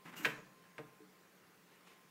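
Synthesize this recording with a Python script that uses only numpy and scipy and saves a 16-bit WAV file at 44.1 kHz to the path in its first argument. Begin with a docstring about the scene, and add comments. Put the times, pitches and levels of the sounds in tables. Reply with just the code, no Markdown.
"""A toaster, close by on a kitchen counter. Its lever scrapes and squeaks along the guide, then hits
the stop with a sharp double clack that rings the housing and shakes the loose parts inside.
Half a second later the case gives a duller knock. A soft bump and a brief rustle of handling
follow, over quiet room noise with a faint whine."""
import sys
import numpy as np
from scipy import signal
from scipy.fft import rfft, irfft
from scipy.io import wavfile
from scipy.ndimage import uniform_filter1d

SR = 44100
rng = np.random.default_rng(int(sys.argv[2]) if len(sys.argv) > 2 else 0)


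def transcribe(u):
    """Save the signal u as a 16-bit wav file named by the first command-line argument.

    u: samples, shape (n,) or (channels, n), limited to [-1, 1]; the rate is SR.
    q: integer samples, one column per channel.
    """
    v = np.clip(np.atleast_2d(u).T, -1, 1)
    q = np.round(v * 32767).astype(np.int16)
    wavfile.write(sys.argv[1], SR, q)


N = 92610

# Blows on the case. Each row: start in seconds, level of the ring and clatter in dB,
# their brightness in dB per octave, level of the low thud in dB.
BLOWS = [(0.2479, -6.5, .8, -33), (.2530, -3, -1, 2), (.378, -28.5, -8, -15.5), (0.7809, -20, -3, -4)]
SHARP_RISE_S, THUD_RISE_S = 0.00052, 0.005


def amp(db):
    """Turns decibels into a gain."""
    return 10 ** (np.asarray(db) / 20)


def unit(x):
    """Scales a signal to an average power of 1."""
    return x / np.sqrt(np.mean(x ** 2) + 1e-20)


def die_away(t, ring_s):
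    """A fade that drops 60 dB over the ring time."""
    return np.exp(-np.log(1000) * t / ring_s)


def read(points, hz):
    """Looks up values between a table's rows, with frequency spaced by octaves."""
    freqs, values = np.transpose(points)
    return np.interp(np.log(hz + 1), np.log(freqs + 1), values)


def add(mix, start, sound):
    """Mixes a sound in at a start time in seconds."""
    part = mix[max(round(start * SR), 0):][:len(sound)]
    part += sound[:len(part)]


def colour(x, points, tilt_db=0):
    """Shapes the tone of a noise; a tilt above zero makes it brighter."""
    hz = np.fft.rfftfreq(len(x), 1 / SR)
    gain = amp(read(points, hz) + tilt_db * np.log2(hz / 1000 + .1))
    return unit(irfft(rfft(x) * gain, len(x)))


def even_noise(count):
    """Noise that is equally strong at every frequency."""
    return unit(irfft(np.exp(2j * np.pi * rng.random(count // 2 + 1)), count))


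def narrow(hz, width_hz):
    """Noise squeezed around one pitch, heard as a wavering tone."""
    freqs = np.fft.rfftfreq(N, 1 / SR)
    return unit(irfft(rfft(even_noise(N)) / (1 + ((freqs - hz) / width_hz) ** 2), N))


def ring(tones, tilt_db=0):
    """The fading tones of a struck object."""
    t, out = np.arange(SR) / SR, np.zeros(SR)
    for hz, db, ring_s in tones:
        level = amp(db + tilt_db * np.log2(hz / 1000))
        out += level * die_away(t, ring_s) * np.sin(2 * np.pi * (hz * t + rng.random()))
    return out


def slips(per_second=5000, spread_db=3):
    """Rubbing surfaces catch and slip in many tiny, uneven clicks."""
    size = amp(spread_db * np.minimum(rng.exponential(1, N), 4))
    return size * rng.choice([-1., 1.], N) * (rng.random(N) < per_second / SR)


def room_noise(level_db=-66.5, flicker_db=1.7):
    """A quiet, slightly flickering rush."""
    # Tone of the rush. 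Each row: frequency in Hz, relative level in dB.
    air_tone = [(25, -19), (60, -23), (95, -9.5), (140, -3), (230, -1), (430, 2.5), (650, -4.5),
                (1000, -3.5), (2000, -4.5), (3200, -11.5), (6000, -15), (10000, -18), (15500, -16.5)]
    bands = signal.stft(colour(even_noise(N), air_tone), nperseg=1024)[2]
    patches = uniform_filter1d(rng.standard_normal(bands.shape), size=8, axis=0)  # smooth over pitch
    patches = unit(uniform_filter1d(patches, size=4, axis=1))  # and over time
    return amp(level_db) * signal.istft(bands * amp(flicker_db * patches))[1][:N]


def whine(hz=1046, roughness=0.35):
    """A thin, slightly rough tone that fades away and comes back."""
    # Loudness of the whine. Each row: time in seconds, level in dB.
    levels = [(0, -68.5), (.5, -73.5), (.95, -73), (1.15, -74.5), (1.4, -92), (1.75, -78.5), (2.1, -75.5)]
    t = np.arange(N) / SR
    tone = unit(np.sin(2 * np.pi * hz * t) + roughness * narrow(hz, width_hz=6.9))
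    return amp(np.interp(t, *np.transpose(levels))) * tone


def drone():
    """A faint, low, wavering hum."""
    return amp(-74) * narrow(hz=180.4, width_hz=14.7)


def lever_scrape(rise_s=0.015, fade_s=0.012):
    """The lever rubs along its guide in short strokes; the fast ones hiss."""
    # Lever strokes. Each row: start in seconds, length in seconds, rub in dB, hiss in dB.
    strokes = [(0.043, 0.053, -53.5, -71.5), (0.118, 0.025, -55, -81), (0.155, 0.033, -54, -55.5),
               (0.188, 0.034, -55, -63), (0.225, 0.025, -51.5, -55)]
    # Tone of the rub and of the hiss. Each row: frequency in Hz, relative level in dB.
    rub_tone = [(50, -25), (100, -20), (140, 4), (300, 0.5), (650, -5.5), (1050, -3), (1700, -1.5),
                (2600, -4.5), (4200, -19.5), (9000, -26), (16000, -42)]
    hiss_tone = [(200, -23), (1500, -4), (2900, -2.5), (4500, -3), (6800, 1), (10200, -9.5), (13500, 2),
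                 (16000, -7)]
    t, out = np.arange(N) / SR, np.zeros(N)
    rub, hiss = colour(slips(), rub_tone), colour(slips(), hiss_tone)
    for start, length, rub_db, hiss_db in strokes:
        swell = np.clip((t - start) / rise_s, 0, 1)
        fade = np.exp(-np.maximum(t - start - length, 0) / fade_s)
        out += swell * fade * (amp(rub_db) * rub + amp(hiss_db) * hiss)
    return out


def lever_squeaks():
    """The moving lever sticks and slips, making brief tones."""
    # Squeaks. Each row: start in seconds, length in seconds, pitch in Hz, level in dB.
    squeaks = [(0.163, .045, 2830, -54), (0.183, 0.085, 313, -56.5)]
    t, out = np.arange(N) / SR, np.zeros(N)
    for start, length, hz, db in squeaks:
        swell = np.sin(np.pi * np.clip((t - start) / length, 0, 1))
        out += amp(db) * swell * narrow(hz, width_hz=33)
    return out


def spring_shiver():
    """The return spring gives a thin, high, wavering tone that slowly fades."""
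    t, out = np.arange(N) / SR, np.zeros(N)
    shiver = amp(-69) * die_away(t, ring_s=0.93) * narrow(hz=6730, width_hz=70)
    add(out, start=0.21, sound=shiver)
    return out


def lever_clacks():
    """Each time the lever touches its stop, it makes a hard, very short crack."""
    # Hits on the stop. Each row: start in seconds, level in dB, pitch in Hz, ring time in seconds.
    contacts = [(.2475, -21.5, 1780, 0.0097), (0.2478, -33.5, 4140, 0.0047), (.2493, -19, 1940, 0.0029),
                (0.2524, -15.5, 2440, 0.0065), (0.2555, -25.5, 2180, 0.0067), (.7813, -37.5, 2160, 0.0089),
                (.7822, -52, 8200, 0.0033)]
    t, out = np.arange(2048) / SR, np.zeros(N)
    for start, db, hz, ring_s in contacts:
        rise = np.minimum(2 * hz * t, 1)  # takes half a cycle
        add(out, start, amp(db) * rise * die_away(t, ring_s) * np.sin(2 * np.pi * hz * t))
    return out


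def rattle(clatter_db=-27, thump_db=-36):
    """Each blow shakes the loose parts at once; the feet thump the counter a little later."""
    # Tone of the clatter and of the thump. Each row: frequency in Hz, relative level in dB.
    clatter_tone = [(25, -28), (100, -35), (300, -25), (500, -8.5), (760, -9), (1100, -1.5), (1800, 0.5),
                    (2800, -4.5), (4200, -12), (7000, -19.5), (10000, -26), (13500, -23.5), (16000, -28)]
    thump_tone = [(25, -17), (90, -23), (135, -2.5), (240, -2.5), (480, 3), (650, -0.5), (800, -3),
                  (1500, -29), (5000, -62)]
    t, out = np.arange(SR) / SR, np.zeros(N)
    burst = (1 - np.exp(-t / SHARP_RISE_S)) * die_away(t, ring_s=0.076)
    push = (1 - np.exp(-t / THUD_RISE_S)) ** 2 * die_away(t, ring_s=0.088)
    for start, db, tilt_db, thud_db in BLOWS:
        # Short pieces of noise keep even a brief burst full in tone.
        shake = np.concatenate([even_noise(490) for _ in range(SR // 490)])
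        add(out, start, amp(clatter_db + db) * burst * colour(shake, clatter_tone, tilt_db))
        add(out, start, amp(thump_db + thud_db) * push * colour(even_noise(SR), thump_tone))
    return out


def case_ring():
    """Each blow rings the housing; the low thud of the rocking case builds more slowly."""
    # Tones of the housing and of the case rocking on the counter.
    # Each row: pitch in Hz, relative level in dB, ring time in seconds.
    housing_tones = [(946, -48, 0.17), (1032, -50.5, 0.24), (1220, -38.5, 0.2), (1509.5, -40.5, 0.26),
                     (1628, -34.5, 0.14), (1676, -43.5, 0.28), (1895, -36, 0.2), (2200, -65, .26),
                     (2512, -46.5, 0.2), (2735, -42, 0.15), (3070, -45, 0.14)]
    thud_tones = [(133.9, -51, 0.36), (153.9, -48, 0.32), (215, -59.5, 0.33), (298.6, -43.5, 0.22),
                  (325, -50.5, 0.23), (436, -46.5, 0.35), (462, -37, 0.13), (574, -48.5, 0.16),
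                  (620.7, -42.5, .11)]
    t, out = np.arange(SR) / SR, np.zeros(N)
    fast_rise = 1 - np.exp(-t / SHARP_RISE_S)
    slow_rise = (1 - np.exp(-t / THUD_RISE_S)) ** 2
    for start, db, tilt_db, thud_db in BLOWS:
        add(out, start, amp(db) * fast_rise * ring(housing_tones, tilt_db))
        add(out, start, amp(thud_db) * slow_rise * ring(thud_tones))
    return out


def soft_bump(start=1, rise_s=0.0094):
    """A gentle bump rings only the low tones of the case."""
    # Tones of the bump. Each row: pitch in Hz, level in dB, ring time in seconds.
    bump_tones = [(187, -63.5, 0.42), (304.3, -54.5, 0.29), (373, -52, 0.08), (432, -52.5, 0.22)]
    t, out = np.arange(SR) / SR, np.zeros(N)
    add(out, start, (1 - np.exp(-t / rise_s)) * ring(bump_tones))
    return out


def handling_rustle():
    """Handling makes a faint rubbing noise that swells and fades."""
    # Rustles. 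Each row: start in seconds, rise in seconds, fade in seconds, level in dB.
    rustles = [(1.66, 0.052, 0.15, -72), (1.863, 0.011, 0.072, -63)]
    # Tone of the rustle. Each row: frequency in Hz, relative level in dB.
    rustle_tone = [(100, -26), (500, 1), (1100, 5), (3000, 3.5), (5000, -5.5), (9000, -12), (16000, -26)]
    t, level = np.arange(N) / SR, np.zeros(N)
    for start, rise_s, fade_s, db in rustles:
        swell = np.clip((t - start) / rise_s, 0, 1)
        fade = np.exp(-np.maximum(t - start - rise_s, 0) / fade_s)
        level += amp(db) * swell * fade
    return level * colour(slips(), rustle_tone)


def kitchen_echo(x, level_db=-2.5, delay_s=0.009, echoes_per_second=3000):
    """The kitchen throws back many small echoes; each frequency dies at its own speed."""
    # Curve of the echo's length. Each row: frequency in Hz, ring time in seconds.
    ring_times = [(120, 1.25), (320, -0.04), (840, 0.59), (2200, .37), (5800, 0.53), (14000, 0.25)]
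    # Tone of the echo. Each row: frequency in Hz, relative level in dB.
    echo_tone = [(60, -23), (150, 2), (500, -2.5), (1500, -7), (4000, -9.5), (14000, -1)]
    echoes = rng.choice([-1., 1.], SR) * (rng.random(SR) < echoes_per_second / SR)
    hz, t, bands = signal.stft(echoes, SR, nperseg=256)
    fading = bands * die_away(t, read(ring_times, hz)[:, None])
    tail = signal.istft(fading * amp(read(echo_tone, hz))[:, None], SR)[1]
    tail /= np.linalg.norm(signal.istft(fading, SR)[1])
    out = np.zeros(N)
    add(out, delay_s, signal.fftconvolve(x, tail))
    return amp(level_db) * out


def scene():
    """The toaster and its echo over the room noise, in one channel."""
    mechanism = lever_clacks() + rattle() + lever_scrape() + lever_squeaks() + spring_shiver()
    ringing = case_ring() + soft_bump()
    echo = kitchen_echo(mechanism + amp(-8) * ringing)
    return (mechanism + ringing + echo + handling_rustle() + room_noise() + whine() + drone())[None]


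def record(dry):
    """Cuts away the very highest treble."""
    low_pass = signal.firwin(801, cutoff=15780, window=("kaiser", 8), fs=SR)
    return signal.oaconvolve(dry, low_pass[None], "same")


dry = scene()
out = record(dry)
transcribe(out)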